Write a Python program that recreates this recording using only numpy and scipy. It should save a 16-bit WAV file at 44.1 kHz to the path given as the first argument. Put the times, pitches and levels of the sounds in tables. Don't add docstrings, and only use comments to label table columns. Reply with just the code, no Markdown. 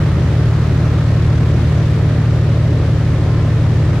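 import sys
import numpy as np
from scipy import signal
from scipy.fft import rfft, irfft, next_fast_len
from scipy.io import wavfile
from scipy.ndimage import uniform_filter1d, minimum_filter1d, map_coordinates

SR = 44100
rng = np.random.default_rng(int(sys.argv[2]) if len(sys.argv) > 2 else 0)


def master(y):
    cut = np.clip(np.atleast_2d(y).T, -1, 1)
    pcm = np.round(cut * 32767)
    wavfile.write(sys.argv[1], SR, pcm.astype(np.int16))


N = 176400

# frequency in Hz, relative density in dB.
HISS_SPECTRUM = [(300, -16.5), (800, -5), (1250, -3), (1600, -3.5), (1950, -4), (2800, -9), (4000, -11.5),
                 (6000, -17.5), (9000, -26), (13000, -34), (15500, -39.5)]
# time in seconds, gain in dB.
HISS_GAIN_DB = [(0, 0.5), (.5, 0.5), (1.7, 1), (2.2, -0.3), (2.9, -0.25), (3.5, -0.4), (4, 0)]
# frequency in Hz, relative density in dB.
RASP_SPECTRUM = [(600, -27.5), (950, -8), (1250, 1), (1550, -6), (1850, -6.5), (2500, -25)]
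# time in seconds, level in dB.
RASP_DB = [(0, -37), (.8, -38), (1.5, -40.5), (2.3, -44.5), (3.2, -44.5), (3.7, -40), (4, -40.5)]
# frequency in Hz, relative density in dB.
RUMBLE_SPECTRUM = [(15, -24), (25, -17), (34, -5.5), (50, -2.5), (85, 0.5), (125, 0), (165, 0), (210, -8),
                   (300, -11.5), (600, -41.5)]
# frequency in Hz, relative density in dB.
ROAR_SPECTRUM = [(100, -33.5), (200, -4), (300, 0), (400, -4.5), (500, -7.5), (570, -4), (660, -10.5),
                 (860, -15.5), (1300, -24.5), (3000, -54)]
# frequency in Hz, left-right correlation.
CORRELATION = [(60, 0.97), (110, 0.95), (200, 1.0), (380, 0.95), (700, 0.91), (1290, 0.83), (2380, 0.42),
               (4400, 0.13), (8120, 0.01), (15000, -0.19)]
# frequency in Hz, left minus right in dB.
BALANCE_DB = [(60, 1), (99, 0.0), (160, 0.5), (270, -0.5), (450, 2.0), (740, 0.5), (1220, 1.5), (2010, -3),
              (3330, 2.5), (5500, 3.5), (9080, 1.5), (15000, 2)]
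# time in seconds, turns per second.
CRANK_HZ = [(0, 25.38), (.4, 25.3), (.9, 25.32), (1.6, 25.24), (2.4, 25.13), (3.2, 25.03), (3.6, 25.01),
            (4, 24.92)]
# multiple of the two-turn cycle rate, level in dB.
GEAR_TONES = [(81, -57), (84, -52), (144, -54.5), (147, -61)]
# multiple of the two-turn cycle rate, level in dB.
EXHAUST_TONES = [(3, -44), (4, -30), (5, -41), (7, -23), (8, -46), (9, -15.5), (10, -27.5), (11, -28),
                 (13, -35.5), (14, -34), (15, -44), (16, -38.5), (17, -38.5), (20, -43.5), (21, -46.5),
                 (23, -39.5), (25, -45), (26, -45.5), (27, -42.5), (29, -44), (31, -43.5), (32, -45),
                 (34, -47.5), (35, -50), (39, -50), (41, -50.5), (43, -52), (44, -48.5), (47, -46.5),
                 (52, -50)]
# multiple of the blade rate, level in dB.
PROPELLER_TONES = [(1, -22.5), (2, -19), (3, -36.5), (4, -38), (5, -47), (6, -41), (8, -45.5), (10, -51.5),
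                   (12, -55)]
# time in seconds, gain in dB.
FUNDAMENTAL_GAIN_DB = [(0, 1.5), (1, 3.4), (1.7, 4), (2.1, -.6), (2.6, 2.2), (3.2, 0), (4, 0)]

BLADES, CYLINDERS = 3, 9
RUMBLE_DB, ROAR_DB, HISS_DB = -22.5, -27, -34


def amp(db):
    return 10 ** (np.asarray(db) / 20)


def unit_rms(x):
    return x / np.sqrt(np.mean(x ** 2) + 1e-20)


def at_hz(rows, hz):
    row_hz, values = np.transpose(rows)
    return np.interp(np.log(hz + 1), np.log(row_hz + 1), values)


def curve(rows):
    return np.interp(np.arange(N) / SR, *np.transpose(rows))


def wobble(rate_hz):
    knots = rng.standard_normal(400)
    grid = np.arange(0, N + 64, 64)
    coarse = map_coordinates(knots, [grid * rate_hz / SR + 2], mode="wrap")
    return np.interp(np.arange(N), grid, coarse)


def filtered(x, response):
    size = next_fast_len(N + SR // 2)
    return irfft(rfft(x, size) * response(np.fft.rfftfreq(size, 1 / SR)), size)[..., :N]


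def rush(spectrum, patchy_db):
    def mid_side_gain(hz):
        angle = np.arccos(np.clip(at_hz(CORRELATION, hz), -1, 1)) / 2
        rolloff = 1 / (1 + (hz / (2 * spectrum[-1][0])) ** 2)
        return rolloff * amp(at_hz(spectrum, hz)) * [np.cos(angle), np.sin(angle)]

    bins = signal.stft(rng.standard_normal((2, N)), nperseg=512)[2]
    patches = uniform_filter1d(rng.standard_normal(bins.shape[1:]), size=7, axis=0)
    patches = unit_rms(uniform_filter1d(patches, size=12, axis=1))
    pair = signal.istft(bins * amp(patchy_db * patches), nperseg=512)[1][:, :N]
    mid, side = filtered(pair, mid_side_gain)
    return unit_rms(np.array([mid + side, mid - side]))


def tone(cycles, rms_db, waver_db, waver_hz):
    peak = np.sqrt(2) * amp(rms_db + waver_db * wobble(waver_hz))
    return peak * np.cos(2 * np.pi * cycles + np.pi / 4)


def slipstream(turns):
    blade_pulse = 1 + 0.078 * np.cos(2 * np.pi * BLADES * turns)
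    hiss = amp(HISS_DB + curve(HISS_GAIN_DB)) * rush(HISS_SPECTRUM, patchy_db=0.5)
    rasp = amp(curve(RASP_DB)) * rush(RASP_SPECTRUM, patchy_db=1.5)
    flicker = amp(0.14 * wobble(20))
    return blade_pulse * flicker * (hiss + rasp)


def cabin(turns, blade_depth=0.19, firing_depth=0.26):
    chop = 1 + blade_depth * np.cos(2 * np.pi * BLADES * turns)
    chop += firing_depth * np.cos(np.pi * CYLINDERS * turns)
    roar = unit_rms(chop * rush(ROAR_SPECTRUM, patchy_db=1)) * amp(ROAR_DB + 0.43 * wobble(7.4))
    rumble = amp(RUMBLE_DB) * rush(RUMBLE_SPECTRUM, patchy_db=1)
    return rumble + roar


def gears(turns):
    return sum(tone(round(k) * turns / 2 + .07 * wobble(4.5), db, waver_db=3.5, waver_hz=4.13)
               for k, db in GEAR_TONES)


def exhaust(turns, lag_cycles=.51, smear_cycles=.036):
    cycles = turns / 2
    out = np.zeros(N)
    for multiple, db in EXHAUST_TONES:
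        k = round(multiple)
        if k == CYLINDERS:
            out += tone(k * cycles, db, waver_db=1.3, waver_hz=4.29)
        else:
            delayed = cycles - lag_cycles - smear_cycles * k
            out += tone(k * delayed + 0.033 * wobble(3.24), db, waver_db=1.6, waver_hz=2.98)
    return out


def propeller(turns):
    out = np.zeros(N)
    for multiple, db in PROPELLER_TONES:
        k = round(multiple)
        swell_db = curve(FUNDAMENTAL_GAIN_DB) if k == 1 else 0
        out += tone(k * BLADES * turns, db + swell_db, waver_db=-0.5, waver_hz=2.6)
    return out


def scene():
    turns = np.cumsum(curve(CRANK_HZ) + .02 * wobble(5.07)) / SR
    mix = propeller(turns) + exhaust(turns) + gears(turns) + cabin(turns) + slipstream(turns)
    sides = np.array([[1], [-1]])
    return filtered(mix, lambda hz: amp(sides * at_hz(BALANCE_DB, hz) / 2))


def record(dry, threshold=0.65, hold_s=0.0085, ceiling=0.68, knee=4.6, fade_s=.003, top_hz=15700):
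    hold_samples = int(hold_s * SR)
    gain = threshold / np.maximum(np.abs(dry).max(axis=0), threshold)
    limited = dry * uniform_filter1d(minimum_filter1d(gain, hold_samples), hold_samples)
    clipped = limited / (1 + np.abs(limited / ceiling) ** knee) ** (1 / knee)
    faded = clipped * signal.windows.tukey(N, 2 * fade_s * SR / N)
    return filtered(faded, lambda hz: hz < top_hz)


dry = scene()
out = record(dry)
master(out)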